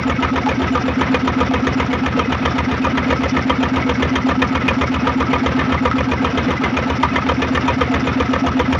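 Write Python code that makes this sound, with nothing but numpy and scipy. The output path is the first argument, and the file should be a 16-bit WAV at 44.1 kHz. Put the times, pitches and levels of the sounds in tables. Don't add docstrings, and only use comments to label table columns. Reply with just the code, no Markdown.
import sys
import numpy as np
from scipy import signal
from scipy.fft import rfft, irfft, next_fast_len
from scipy.io import wavfile

SR = 44100
rng = np.random.default_rng(int(sys.argv[2]) if len(sys.argv) > 2 else 0)


def boost(x):
    u = np.asarray(x, float) / 20
    return 10 ** u


def unload_wav(signal):
    wavfile.write(
        sys.argv[1],
        SR,
        np.round(np.clip(np.atleast_2d(signal).T, -1, 1) * 32767).astype(np.int16),
    )


N = 387638
RUN_IN = 13230
FIRST_START_S, CYCLES, CYCLE_MS = -0.0797, 69, 131


def noise():
    return rng.standard_normal(N + RUN_IN)


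def rms_one(x):
    return x / np.sqrt(np.mean(x ** 2))


def colour(x, spectrum):
    hz, level_db = np.transpose(spectrum)
    size = next_fast_len(len(x))
    axis_hz = np.maximum(np.arange(size // 2 + 1) * SR / size, 1)
    gain = boost(np.interp(np.log(axis_hz), np.log(hz), level_db))
    return irfft(rfft(x, size) * gain, size)[:len(x)]


def grains(per_s):
    draw = rng.random(N + RUN_IN) * SR / per_s
    struck = draw < 1
    lot = 2 * draw[struck] - 1
    out = np.zeros(N + RUN_IN)
    out[struck] = np.sign(lot) * np.log(np.abs(lot) + 1e-9)
    return rms_one(out) + 1e-18


# (time [s], speed [cycles/s])
SPEED_ON_SWELL = [
    (0.17, 7.664),
    (1.23, 7.61),
    (2.94, 7.691),
    (3.41, 7.599),
    (4.1, 7.577),
    (5.01, 7.718),
    (5.94, 7.632),
    (7.55, 7.696),
    (8.36, 7.619),
]


def starts():
    step_s = .0005
    t = np.arange(FIRST_START_S, 9, step_s)
    done = np.cumsum(np.interp(t, *np.transpose(SPEED_ON_SWELL))) * step_s
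    return np.interp(np.arange(CYCLES), done - done[0], t)


def crank():
    start = starts()
    t = (np.arange(N + RUN_IN) - RUN_IN) / SR
    cycle = np.clip(np.searchsorted(start, t) - 1, 0, None)
    return cycle, (t - start[cycle]) * 1000


# (time [s], level [dB])
GAS_LOAD = [
    (0, 0.5),
    (1.5, 0.5),
    (2.4, .5),
    (3.2, 1),
    (4, 0),
    (4.8, 1.5),
    (6, 1),
    (7.2, -0.5),
    (7.8, 2),
    (8.7, 1.5),
]
# (time [s], low knock [dB], high knock [dB], rattle [dB])
UNUSUAL_FIRINGS = [(0.49, -1.5, 0, 1.5), (0.62, -9.5, -4, 0), (0.75, 4, -5, -1), (0.88, -1, -3.5, -9),
                   (1.8, 0, -3, 0), (2.06, -5, 1.5, -3.0), (2.19, 2.5, 1, -4.5), (2.45, 1, 3, -1.5),
                   (2.71, -4.5, -3.5, -0.5), (3.1, 0, -1.0, 5.5), (3.23, -3, -1.5, 3),
                   (4.02, -3.5, 3.5, 0.5), (4.16, -3.0, 5, -2), (4.42, 1, 5, 1), (4.68, -3, 4, 3),
                   (4.81, 2.0, 1, 3), (5.2, 3, -2.5, -2), (5.59, -3, -0.5, 1.5), (5.98, -6.5, -3, 1.5),
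                   (6.51, -9.5, -2, 2), (6.9, -3, -3.5, -1), (7.16, -4.5, 1.5, 0.5), (7.42, 2.5, 2.5, -0.5),
                   (7.55, -3.5, 1.5, 3.5), (7.68, 3, 0.5, 2), (8.2, 0.5, -1.5, 1)]
# (low knock [dB], high knock [dB], rattle [dB])
USUAL_DB, SCATTER_DB = (-0.65, 2.5, 2.5), (1.85, 0.5, -1.7)
PIPE_FOLLOWS, HULL_FOLLOWS = .6, .9
PIPE_SCATTER_DB, HULL_SCATTER_DB = 0.4, -0.9


def force():
    chance = rng.standard_normal((CYCLES, 5))
    metal_db = USUAL_DB + np.multiply(SCATTER_DB, chance[:, :3])
    odd = np.array(UNUSUAL_FIRINGS)
    which = np.searchsorted(starts(), odd[:, 0]) - 1
    metal_db[which] = USUAL_DB + odd[:, 1:]
    load_db = np.interp(starts(), *np.transpose(GAS_LOAD))
    pipe_db = PIPE_FOLLOWS * load_db + PIPE_SCATTER_DB * chance[:, 3]
    hull_db = HULL_FOLLOWS * load_db + HULL_SCATTER_DB * chance[:, 4]
    return *metal_db.T, pipe_db, hull_db


def pulses(modes, cycle_db, spread_db):
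    out, start = 0, starts()
    for ms, hz, level_db, rise_ms, t60 in modes:
        push = np.full(N + RUN_IN + SR, 1e-18)
        at = np.round((start + ms / 1000) * SR).astype(int) + RUN_IN
        push[at] = boost(level_db + cycle_db + spread_db * rng.standard_normal(len(at)))
        turn = np.exp(2j * np.pi * hz / SR)
        fast, slow = np.exp(-1000 / (rise_ms * SR)), boost(-60 / (t60 * SR))
        dying = signal.lfilter([1], [1, -slow * turn], push)
        rising = signal.lfilter([1], [1, -fast * turn], push)
        out = out + (dying - rising).imag[:N + RUN_IN]
    return out


def gate(timing, jitter_ms):
    start_ms, rise_ms, hold_ms, t60 = timing
    cycle, ms = crank()
    since = ms - start_ms - jitter_ms * rng.standard_normal(CYCLES)[cycle]
    since = np.where(since < 0, since + CYCLE_MS, since)
    fall_db = -60 * np.maximum(since - rise_ms - hold_ms, 0) / (1000 * t60)
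    return np.clip(since / rise_ms, 0, 1) * boost(fall_db)


def ring(drive, modes, spread_db, per_s):
    out, cycle = 0, crank()[0]
    for hz, width_hz, level_db in modes:
        r = np.exp(-np.pi * width_hz / SR)
        luck = boost(spread_db * rng.standard_normal(CYCLES))[cycle]
        gain = boost(level_db) * np.sqrt((1 - r * r) / 2)
        push = drive * luck * grains(per_s * width_hz / 60)
        out = out + signal.lfilter([gain, 0, -gain], [1, -2 * r * np.cos(2 * np.pi * hz / SR), r * r], push)
    return out


def engine():
    low_db, high_db, rattle_db, pipe_db, hull_db = force()
    gas = exhaust(pipe_db) + hull(hull_db)
    metal = piston(low_db) + knock(low_db, high_db) + rattle(rattle_db)
    return gas + metal + pump() + valves() + casing()


# (time into cycle [ms], frequency [Hz], level [dB], rise [ms], t60 [s])
PIPE_BOOMS = [
    (-7.78, 261.5, -11.7, 12.85, .43),
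    (.04, 233.5, -22.8, 8.7, .36),
    (.76, 258.7, -9.5, 3.74, .47),
    (44.14, 196.7, -27.4, 12, .5),
    (53.18, 257.8, -16.2, 2.8, .24),
    (91.08, 237.6, -14.9, 2.5, .06),
]


def exhaust(pipe_db):
    return pulses(PIPE_BOOMS, pipe_db, spread_db=.4)


# (time into cycle [ms], frequency [Hz], level [dB], rise [ms], t60 [s])
HULL_THUMPS = [
    (38.44, 79, -.9, 12.5, .14),
    (40.18, 144.5, 3, 7.7, .06),
    (42.7, 52.8, -14, 1.5, .06),
    (88.79, 139.2, -8.8, 3.3, .06),
    (104.18, 120.1, -21.2, 1.5, .19),
    (112.57, 158.4, -15, 11.2, .12),
]


def hull(hull_db):
    return pulses(HULL_THUMPS, hull_db, spread_db=.6)


# (time into cycle [ms], frequency [Hz], level [dB], rise [ms], t60 [s])
PISTON_SLAP = [
    (44.47, 490, -16.5, 1.8, 0.067),
    (44.5, 1300, -24.5, 1.2, 0.11),
    (45.5, 1100, -24.5, 1.5, 0.085),
]


def piston(low_db):
    return pulses(PISTON_SLAP, 0.46 * low_db, spread_db=3.5)


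# (start [ms], rise [ms], hold [ms], t60 [s])
BLOCK_TIME = (42.6, 5.3, 2, 0.058)
HEAD_TIME = (43.0, 1.8, 8.0, 0.05)
# (frequency [Hz], width [Hz], level [dB])
BLOCK_MODES = [(489.6, 42, -16.5), (959, 39.6, -16), (1227, 63, -15)]
HEAD_MODES = [(1772, 79, -26), (2063, 30, -27.5), (2440, 48, -28), (2900, 110, -32.5), (3162, 53, -33.5),
              (3657, 82, -40), (6480, 120, -37)]
BRIGHT_TIPS = [(8700, 370, -44.5), (9540, 320, -45), (11160, 360, -44), (15000, 600, -39.5)]
# (frequency [Hz], level per Hz [dB])
CRACK_COLOUR = [(250, -5.5), (400, 10), (700, 0), (1500, 0.5), (2600, -4.5), (3500, -0.5), (4300, -36),
                (6000, -12), (7500, -18), (16000, -18.5)]


def knock(low_db, high_db):
    cycle = crank()[0]
    blow, ping = gate(BLOCK_TIME, jitter_ms=0.42), gate(HEAD_TIME, jitter_ms=0.51)
    block = ring(blow * boost(low_db - 1.5)[cycle], BLOCK_MODES, spread_db=0.75, per_s=4000)
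    head = ring(ping * boost(high_db - 1.26)[cycle], HEAD_MODES, spread_db=2.8, per_s=3000)
    crack_db = 0.66 * high_db - 21.5 - 1.5
    crack = ping * boost(crack_db)[cycle] * rms_one(colour(grains(4500), CRACK_COLOUR))
    tips = ring(ping * boost(high_db)[cycle], BRIGHT_TIPS, spread_db=3.5, per_s=300)
    return block + head + crack + tips


# (start [ms], rise [ms], hold [ms], t60 [s])
SHAKE_TIME = (60.65, 6.5, 9.4, 0.017)
# (frequency [Hz], width [Hz], level [dB])
LOOSE_GEAR = [(526, 52, -24.5), (973, 47, -27), (1182, 40, -23), (1800, 76, -29.5), (2200, 50, -36.5),
              (2510, 53, -41.5)]


def rattle(rattle_db):
    shake = gate(SHAKE_TIME, jitter_ms=2.4) * boost(rattle_db)[crank()[0]]
    gear = ring(shake * boost(-1.0), LOOSE_GEAR, spread_db=0.0, per_s=1000)
    dull = signal.lfilter(*signal.butter(4, 2500, fs=SR), colour(grains(4000), CRACK_COLOUR))
    return gear + shake * boost(-31.5) * rms_one(dull)


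# (time into cycle [ms], frequency [Hz], level [dB], rise [ms], t60 [s])
PLUNGER_TICKS = [
    (19.04, 356, -23, 13, 0.34),
    (18.98, 500, -18, 6, .06),
    (15.03, 688, -28.5, 5, 0.31),
    (14.95, 862, -26.5, 1.7, .15),
    (33, 420, -25, 3.2, 0.088),
]
# (start [ms], rise [ms], hold [ms], t60 [s])
PUMP_STROKE = (15.0, 4, 13, .05)
# (frequency [Hz], width [Hz], level [dB])
PUMP_BODY = [(490, 31, -31.5), (703, 27, -33.5), (857, 58, -31), (1298, 30, -31), (2920, 140, -46),
             (7120, 39, -43)]
FUEL_SPRAY = [(2600, 500, -38), (4300, 900, -45), (9500, 2500, -45)]


def pump():
    ticks = pulses(PLUNGER_TICKS, 0, spread_db=3.0)
    body = ring(gate(PUMP_STROKE, jitter_ms=0.73) * boost(-2.5), PUMP_BODY, spread_db=3.5, per_s=640)
    spray = ring(gate(PUMP_STROKE, jitter_ms=.9), FUEL_SPRAY, spread_db=1.5, per_s=600)
    return ticks + body + spray


# (start [ms], rise [ms], hold [ms], t60 [s])
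HISS_TIME = (87.8, 20, 4.4, 0.18)
SEATING_TIME = (98, 5, 2, .09)
# (frequency [Hz], width [Hz], level [dB])
VALVE_HISS = [(1297, 49, -30), (1630, 110, -42.5), (2013, 53, -38.5), (2770, 77, -48), (5340, 940, -42.5)]
VALVE_SEATS = [(480, 50, -31), (1560, 60, -36), (2048, 45, -30)]


def valves():
    hiss = ring(gate(HISS_TIME, jitter_ms=2.5) * boost(3), VALVE_HISS, spread_db=2.2, per_s=500)
    seats = ring(gate(SEATING_TIME, jitter_ms=1.3), VALVE_SEATS, spread_db=1.5, per_s=900)
    return hiss + seats


def lull():
    centre_ms, width_ms, depth_db = 7, 9, -4.5
    ms = crank()[1]
    dip = sum(np.exp(-((ms - centre_ms - turn) / width_ms) ** 2) for turn in (0, CYCLE_MS))
    return boost(depth_db * dip)


# (frequency [Hz], width [Hz], level [dB])
CASING_PLATES = [(402, 79, -40.5), (724, 39, -36.5), (1298, 55, -32), (1566, 30, -40), (2210, 45, -37),
                 (2540, 24, -41), (2956, 45, -46.5), (3545, 120, -46), (3900, 30, -56.5), (5480, 120, -54),
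                 (5560, 330, -58), (6430, 90, -67.5)]


def casing():
    return ring(0.69 * lull(), CASING_PLATES, spread_db=3.0, per_s=250)


def drift(rate):
    r = np.exp(-2 * np.pi * rate / SR)
    return rms_one(signal.lfilter([1], [1, -2 * r, r * r], noise()))


# (frequency [Hz], level per Hz [dB])
WASH_COLOUR = [(30, -26), (60, -10.5), (120, -7), (250, -3), (370, -9.5), (700, -13), (1300, -13.5),
               (2200, -17.5), (3300, -26), (4500, -35), (5800, -41.5), (7000, -44.5), (13000, -38),
               (16000, -33)]
# (time [s], level [dB])
WASH_LOUDNESS = [
    (0.0, -23.5),
    (8.79, -24),
]


def wash():
    s, level_db = np.transpose(WASH_LOUDNESS)
    slow_db = np.interp((np.arange(N + RUN_IN) - RUN_IN) / SR, s, level_db)
    flicker_db = 1.7 * drift(14) + .8 * drift(6)
    return boost(slow_db + flicker_db) * rms_one(colour(noise(), WASH_COLOUR))


def scene():
    return (engine() + lull() * wash())[None, RUN_IN:]


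# (frequency [Hz], level [dB])
PHONE_TOP = [(6050, -1), (6300, -13), (7100, -9.5), (7500, -22), (8300, -30), (9500, -19.5), (11500, -29.5),
             (13800, -35.5), (15000, -25.5), (15700, -30)]


def phone(x):
    x = signal.sosfilt(signal.butter(6, 50, "high", fs=SR, output="sos"), x)
    return colour(1.2 * np.tanh(x / 1.2), PHONE_TOP)


def band_limit(x):
    return signal.sosfilt(signal.butter(12, 15780, fs=SR, output="sos"), x)


def record(dry):
    mix = phone(dry[0])[None]
    return band_limit(mix)


dry = scene()
out = record(dry)
unload_wav(out)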